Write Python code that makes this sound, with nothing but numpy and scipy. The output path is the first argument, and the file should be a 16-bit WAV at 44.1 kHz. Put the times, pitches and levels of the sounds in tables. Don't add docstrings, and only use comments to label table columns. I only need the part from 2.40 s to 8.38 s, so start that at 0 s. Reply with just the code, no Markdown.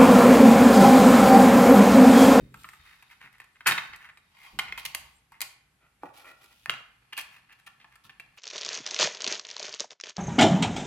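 import sys
import numpy as np
from scipy import signal
from scipy.fft import rfft, irfft, next_fast_len
from scipy.io import wavfile
from scipy.ndimage import uniform_filter1d

SR = 44100
rng = np.random.default_rng(int(sys.argv[2]) if len(sys.argv) > 2 else 0)


def persist_wave(psi):
    counts = np.round(np.clip(psi, -1, 1) * 32767).astype(np.int16)
    wavfile.write(sys.argv[1], SR, np.atleast_2d(counts).T)


def ratio_of_db(decibels):
    return 10 ** (np.asarray(decibels, float) / 20)


N = 263718

RIGHT_LAG = 3
PART_STARTS = [
    0,
    1.9,
    3.4,
    4.2,
]
# (frequency [Hz], level [dB per Hz])
RUB_HISS = [(1470, -34), (2500, -2), (3370, -3), (7980, -16.5), (11400, -11.5), (13900, -15.5),
            (15100, -18), (16100, -21), (16500, -47.5)]


def evened(x):
    return x / np.sqrt(np.mean(x ** 2) + 1e-20)


def peak(x):
    return np.sqrt(uniform_filter1d(x ** 2, 130).max())


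def read(points, hz):
    f, value = np.transpose(points)
    return np.interp(np.log(hz + 1), np.log(f + 1), value)


def add(mix, s, sound):
    part = mix[:, round(s * SR):][:, :sound.shape[1]]
    part += sound[:, :part.shape[1]]


def coloured(x, points):
    size = next_fast_len(x.shape[-1])
    gain = ratio_of_db(read(points, np.fft.rfftfreq(size, 1 / SR)))
    return irfft(rfft(x, size) * gain, size)[..., :x.shape[-1]]


def spread_noise(x):
    # (frequency [Hz], correlation [0-1])
    likeness = [(60, .97), (300, .96), (600, .45), (1400, .3), (3100, .2), (7000, 0)]
    a, b = rfft(x)
    same = np.clip(read(likeness, np.fft.rfftfreq(N, 1 / SR)), 0, 1)
    right = same * a + np.sqrt(1 - same ** 2) * b
    return irfft(np.array([a, right]), N)


def grit(shape, spread_db):
    size = np.minimum(rng.exponential(1, shape), 5)
    return rng.standard_normal(shape) * ratio_of_db(spread_db * size)


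def clumping(length, window, depth_db):
    return ratio_of_db(depth_db * evened(uniform_filter1d(rng.standard_normal(length), window)))


def air():
    # (frequency [Hz], level [dB per Hz])
    noise_colour = [(20, -30), (45, -2), (125, 1), (300, -10), (600, -13), (780, -5), (1000, -9),
                    (2100, -6), (3500, -13), (6000, -18), (11500, -16), (13000, -21), (16500, -32)]
    noise = coloured(rng.standard_normal((2, N)), noise_colour)
    return ratio_of_db(-62 - 9.5) * evened(spread_noise(noise))


def room(x):
    # (frequency [Hz], level [dB])
    wall_colour = [(150, -12.5), (700, -2.5), (2000, -10), (5000, -8), (12000, -9.5)]
    # (frequency [Hz], t60 [s])
    decay = [(150, 0.07), (700, 0.47), (1800, 0.53), (4000, 0.4), (8000, 0.35), (14000, 0.27)]
    taps = np.zeros((2, SR))
    at = np.arange(200, SR - 20, 20) + rng.integers(0, 20, (2, (SR - 201) // 20))
    np.put_along_axis(taps, at, rng.choice([-1., 1.], at.shape), 1)
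    hz, t, z = signal.stft(taps, SR, nperseg=256)
    fade = ratio_of_db(-60 * t / read(decay, hz)[:, None])
    tail = signal.istft(z * fade, SR, nperseg=256)[1]
    tail = tail / np.linalg.norm(tail[0])
    echo = signal.fftconvolve(coloured(x, wall_colour), tail, axes=1)[:, :N]
    return spread_noise(echo)


def squeal(s, length, db, top_db):
    line_hz = [
        7560,
        8600,
        13330,
    ]
    t = np.arange(round(length * SR)) / SR
    wander = uniform_filter1d(rng.standard_normal((2, 3, 16000)), 250)[..., :len(t)]
    sines = np.sin(2 * np.pi * np.array(line_hz)[:, None] * t)
    lines = evened(wander) * sines * ratio_of_db(np.array([[0], [0], [top_db]]))
    return ratio_of_db(db + 2.5) * lines.sum(1) * np.hanning(len(t)) ** .5


def add_squeals(far):
    # (time [s], length [s], level [dB], weight of the top line [dB])
    bursts = [
        (0.098, .33, -68.5, 0),
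        (1.11, 0.072, -80.5, -12),
        (1.696, 0.15, -80, -18),
        (2.693, 0.12, -73, -8.5),
        (5.179, 0.18, -82.5, -12),
    ]
    for row in bursts:
        add(far, row[0], squeal(*row))


def pushes():
    # (time [s], knock level [dB], rumble level [dB], t60 [s])
    push_list = [(0.018, -46, -52.5, 0.73), (0.17, -76, -59, 0.56), (0.4, -74, -63.5, 0.64),
                 (0.851, -57, -68, 0.19), (1.285, -41, -64, 0.5), (1.5, -64.5, -62, 0.44),
                 (2.14, -53, -59.5, 1), (2.3, -74, -59, 0.64), (2.45, -67, -63, 1),
                 (2.6, -66.5, -59.5, 0.69), (3.03, -71, -69, 0.43), (3.45, -72, -72, 0.21),
                 (3.64, -57, -73, 0.36), (4.291, -49.5, -60, 0.35), (5.41, -73.5, -78, .4),
                 (5.66, -59, -66, 0.27), (5.8, -65.5, -70, 0.62), (2.92, -67, -78, 0.17)]
    rise_s = 0.014
    rest_db = np.array([[-77.5], [-79.5]])
    power = ratio_of_db(rest_db) ** 2 * np.ones(N)
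    for s, knock_db, rumble_db, t60 in push_list:
        t = np.maximum(np.arange(N) / SR - s + rise_s, 0)
        fall = ratio_of_db(np.array([[knock_db], [rumble_db]]) - 60 * t / t60)
        power = power + (fall * np.minimum(t / rise_s, 1)) ** 2
    return np.sqrt(power)


def table():
    knock_colour = [(70, -13.5), (125, 12.5), (300, -3), (550, -9.5), (900, -38.5)]
    rumble_colour = [(20, -25.5), (48, 11), (80, 7), (130, -51.5)]
    knock = coloured(rng.standard_normal((2, N)), knock_colour)
    rumble = coloured(rng.standard_normal((2, N)), rumble_colour)
    knock_gain, rumble_gain = pushes()
    return spread_noise(knock_gain * evened(knock) + rumble_gain * evened(rumble))


def grip_level(column):
    # (time [s], rubbing level [dB], share of bare skin sliding [dB])
    grip = [(0.0, -53.5, -41), (0.2, -65, 10.5), (0.45, -46, -15.5), (0.75, -58.5, -5.5), (1.15, -68, -3),
            (1.45, -39.5, -14), (1.75, -69, -12.5), (2.1, -42, -15), (2.3, -71, 4), (2.42, -38, -15),
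            (2.7, -54.5, -5), (2.9, -80, -4), (3.57, -87, -2), (3.8, -49.5, -17), (4.2, -67, 9.5),
            (4.902, -55.5, -32), (5.35, -58, -20), (5.7, -57.5, -27)]
    return np.interp(np.arange(N) / SR, *np.transpose(grip)[[0, column]])


def skin():
    flicker = clumping(N, 200, 2.5)
    hiss = coloured(grit((2, N), 0.95) * flicker, RUB_HISS)
    return ratio_of_db(grip_level(1) + grip_level(2) - 7.0) * evened(hiss)


def part_number(s):
    return np.searchsorted(PART_STARTS, s, "right") - 1


def part_at(s):
    # (frequency [Hz], level [dB], t60 [s])
    plate = [(980, -25.5, 0.017), (1250, -13, .025), (1330, -14, 0.06), (1576, -6.5, 0.018),
             (1830, -2.5, 0.014), (2066, 10.5, 0.0057), (2490, -0.5, 0.018), (2560, -5.5, 0.0076),
             (3090, -1.5, 0.026), (3700, 4, 0.028), (4320, 4, .008)]
    bar = [(922, -3, 0.03), (1118, -1, 0.023), (1417, -3, 0.0059), (2016, -14, 0.0097), (2130, -2.5, .015),
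           (2422, -2.5, .018), (2810, -8.5, 0.022), (3140, -2.5, 0.015), (3834, -4.5, 0.0084),
           (4596, -4.5, 0.024)]
    panel = [(320, 2, 0.015), (484, -13, 0.019), (604, -34, 0.013), (840, 0, 0.077), (948, -8, 0.0198),
             (1135, -3, 0.058), (1427, -1.5, 0.022), (1956, -8.5, .012), (2373, -1.5, 0.018),
             (3360, -16, 0.008), (3930, -15, .01)]
    frame = [(900, -11, 0.015), (1135, -10, 0.044), (1354, -6.5, 0.053), (1770, -0.5, 0.021),
             (2095, 0.5, 0.0083), (2460, 3, 0.012), (2748, -3, 0.017), (3180, -1.5, 0.0097),
             (4250, -4, 0.022)]
    return (plate, bar, panel, frame)[part_number(s)]


def ring(modes, centre_hz, octaves, chance):
    hz, db, t60 = np.transpose(modes)[:, :, None]
    t = np.arange(2000) / SR
    db = db - 6 * (np.log2(hz / centre_hz) / octaves) ** 2 + 1.5 * chance[:len(hz), :1]
    hz = hz * (1 + .015 * chance[:len(hz), 1:])
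    rings = ratio_of_db(db - 60 * t / np.clip(t60, .004, .03)) * np.sin(2 * np.pi * hz * t)
    bass_cut = signal.butter(6, .86 * modes[0][0], "high", fs=SR, output="sos")
    return signal.sosfilt(bass_cut, rings.sum(0))


def scraping():
    clumps = clumping(N, 300, 3.0)
    slips, out = grit((2, N), 0.84) * clumps, np.zeros((2, N))
    t = np.arange(N)
    for start, end in zip(PART_STARTS, PART_STARTS[1:] + [N / SR]):
        held = (t >= start * SR) & (t < end * SR)
        body = ring(part_at(start), 1800, 1.5, np.zeros((12, 2)))
        body = body / np.linalg.norm(body)
        out += signal.oaconvolve(slips * held, body[None], axes=1)[:, :N]
    return ratio_of_db(grip_level(1) - 13.0) * evened(spread_noise(out))


def excite(s, contacts, hz, octaves, treble_db, colour):
    # (frequency [Hz], level [dB])
    thud_colour = [(120, -30), (250, -4.5), (450, 0), (750, -26.5)]
    modes = ring(part_at(s), hz, octaves, rng.standard_normal((12, 2)))
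    body = signal.fftconvolve(contacts[0], modes)[:contacts.shape[1]]
    thud = coloured(np.roll(contacts[0], 60), thud_colour)
    body = body / peak(body) + ratio_of_db(-26.5) * thud / peak(thud)
    leaked = contacts + 0.15 * contacts[::-1]
    direct = coloured(np.roll(leaked, 40, axis=1), colour)[:, 40:]
    treble = coloured(direct[0], [(4000, -40), (5000, 0)])
    sides = np.array([body, np.roll(body, RIGHT_LAG)])[:, :-40]
    return sides + ratio_of_db(treble_db) * direct / peak(treble)


def stroke(s, length, db, hz, hiss_db):
    t = np.arange(8000) / SR
    swell = np.sin(np.pi * np.clip(t / length, 0, 1) ** 0.76) ** 0.78
    slips = grit((2, len(t)), 1.1) * clumping(len(t), 120, 3.4) * swell
    return excite(s, slips, hz, 0.29, hiss_db, RUB_HISS) * ratio_of_db(db + 4.5)


def add_feels(near):
    # (time [s], length [s], level [dB], centre [Hz], hiss against body [dB])
    feels = [(4.724, 0.017, -42, 2400, -19.5), (4.765, 0.05, -39, 2800, -7.5),
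             (4.905, 0.11, -57, 2110, -11), (5.085, 0.065, -58, 2200, -27), (5.121, 0.018, -65, 2570, -2),
             (5.183, 0.032, -63.5, 1980, -6), (5.263, 0.02, -51.5, 2670, -7),
             (5.409, 0.028, -59, 2990, -28.5), (5.506, 0.072, -60, 1980, -15),
             (5.636, 0.044, -61.5, 1300, -3.5), (5.698, 0.015, -57, 2900, -18),
             (5.964, 0.0097, -78.5, 2550, 2), (5.972, 0.022, -51.5, 2280, -13.5)]
    for row in feels:
        add(near, row[0], stroke(*row))


def add_strokes(near):
    # (time [s], length [s], level [dB], hiss against body [dB])
    strokes = [(.44, 0.13, -58, -13), (0.693, 0.055, -55.5, -13), (0.803, 0.084, -51.5, -19),
               (0.936, 0.031, -60.5, -19), (1.151, 0.024, -61, -29), (1.259, 0.019, -24, -30),
               (1.281, 0.026, -25, -11.5), (1.527, 0.037, -46.5, -41), (1.595, 0.098, -50, -19.5),
               (1.683, 0.033, -51, -24), (1.973, 0.12, -57, -10.5), (2.028, 0.074, -52, -13.5),
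               (2.277, 0.024, -44.5, -38), (2.379, 0.034, -49, -1.5), (2.45, 0.017, -43, 3.5),
               (2.911, 0.079, -59, -17.5), (3.403, 0.09, -67.5, -35), (3.611, 0.11, -56, -13.5),
               (3.733, 0.12, -59, -2), (3.85, 0.084, -52, -13), (4.005, 0.071, -62, -3.5),
               (4.103, 0.037, -63.5, -6.5), (2.598, 0.15, -71.5, -24), (2.207, 0.044, -53, -23)]
    patch_hz = [
        1880,
        2000,
        1873,
    ]
    for s, length, db, hiss_db in strokes:
        add(near, s, stroke(s, length, db, patch_hz[part_number(s)], hiss_db))


def hit(s, db, hz, crack_db, t60, pan_db):
    # (frequency [Hz], level [dB per Hz])
    crack_colour = [(410, -48), (700, -34), (2150, -9), (2520, -7), (3650, -12.5), (4460, -2), (5430, -11),
                    (7970, -7.5), (10300, -8.5), (13200, -6.5), (15200, -34.5), (16500, -38.5)]
    t = np.arange(5000) / SR
    rattle = evened(grit((2, len(t)), 4.4)) * ratio_of_db(-60 * t / np.clip(t60, .004, .2))
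    rattle[0, 0] = rattle[1, RIGHT_LAG] = 4.95
    pan = np.array([[.5], [-.5]]) * np.clip(pan_db, -9, 9)
    return excite(s, rattle, hz, 0.55, crack_db, crack_colour) * ratio_of_db(db + pan)


def add_taps(near):
    # (time [s], peak level [dB], centre of the struck patch [Hz], crack against body [dB])
    taps = [(0.142, -41.5, 1120, -12), (0.244, -38, 1190, -27), (0.289, -39.5, 1900, -9),
            (0.334, -45.5, 1070, -11), (0.463, -54.5, 1810, -9), (0.625, -48.5, 1380, -8.5),
            (0.814, -48, 1590, -26.5), (0.928, -57, 1840, -4), (0.982, -55.5, 1854, -9),
            (1.001, -38.5, 1820, -13.5), (1.017, -48, 1950, -13.5), (1.042, -56.5, 1520, -5.5),
            (1.207, -40.5, 1830, -28.5), (1.534, -42.5, 2100, -28), (1.56, -50.5, 2140, -2),
            (1.637, -62, 2010, -50), (1.694, -63, 2010, -21), (1.773, -49, 2380, -15),
            (1.969, -53, 2080, -16), (5.401, -54, 3080, -37), (5.444, -49, 1320, -31),
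            (5.556, -52.5, 1760, -3.5), (5.695, -43.5, 2500, -27), (5.798, -37, 2850, -17)]
    for row in taps:
        add(near, row[0], hit(*row, t60=0.037, pan_db=-0.3))


def add_knocks(near):
    # (time [s], peak level [dB], centre [Hz], crack against body [dB], rattle t60 [s])
    knocks = [(2.189, -23, 2300, -11, 0.03), (2.193, -23.5, 2820, -8, 0.03),
              (2.324, -25.5, 2100, -27, 0.018), (2.377, -34, 1945, -10, 0.038),
              (2.452, -36.5, 1950, -2, 0.05), (2.548, -28.5, 2220, -0.5, 0.026),
              (2.92, -49.5, 892, -8.5, 0.039), (3.634, -30, 754, -32, 0.012), (3.781, -56, 807, 0, 0.036),
              (3.844, -49.5, 2330, -12, 0.077), (4.259, -28.5, 2430, -15.5, 0.0083),
              (4.296, -16, 2490, -23, 0.011), (4.305, -32, 2460, -11, 0.0043),
              (4.314, -45.5, 2430, -1, 0.025), (4.338, -32.5, 1960, -19, 0.013),
              (4.732, -35.5, 2480, -10.5, 0.012), (4.777, -31, 2770, -5, 0.054),
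              (3.636, -43.5, 405, -44, 0.076), (4.787, -39, 2940, -7, 0.015),
              (0.235, -59.5, 1900, 10.5, 0.022), (4.812, -39, 2500, 1, 0.025),
              (5.272, -47.5, 1135, -29, 0.049), (4.042, -53.5, 2400, -1, 0.033)]
    for row in knocks:
        add(near, row[0], hit(*row, pan_db=-1))


def add_snaps(near):
    # (time [s], peak level [dB], crack against body [dB], rattle t60 [s], left-right [dB])
    snaps = [(1.256, -44.5, -29, 0.0076, -2.5), (1.263, -28.5, -15, 0.019, 1.5),
             (1.266, -21.5, -21.5, 0.0044, -0.5), (1.2696, -23, 1.5, 0.088, 5.5),
             (1.274, -17.5, -9.5, 0.072, -0.1), (1.291, -27.5, -13, 0.034, -1.5),
             (1.311, -20.5, -8.5, 0.012, 3), (1.32, -19, -16, 0.057, -4), (1.378, -27, -24, 0.061, -7),
             (1.383, -23, -30, 0.012, 4.5), (3.006, -38, 5, 0.022, 2), (3.016, -37.5, 12, 0.031, 4),
             (3.021, -33, -18, 0.039, -6)]
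    for s, db, *rest in snaps:
        add(near, s, hit(s, db, 2150, *rest))


def scene():
    far = air() + table()
    add_squeals(far)
    near = skin() + scraping()
    add_feels(near)
    add_strokes(near)
    add_taps(near)
    add_knocks(near)
    add_snaps(near)
    return near + room(near) + far


def top_cut(x):
    return signal.sosfilt(signal.butter(12, 16820, fs=SR, output="sos"), x)


def record(dry):
    top_hz, edge_hz = 13300, 16100
    hz, t, z = signal.stft(dry, SR, nperseg=1024)
    top = hz > top_hz
    top_db = 10 * np.log10((abs(z[:, top]) ** 2).sum((0, 1)) + 1e-20)
    z[:, top] *= np.clip((top_db + 82) / 3, .02, 1)
    z[:, hz > edge_hz] *= .01
    mix = signal.istft(z, SR, nperseg=1024)[1][:, :N]
    return top_cut(mix)


dry = scene()
out = record(dry)
persist_wave(out)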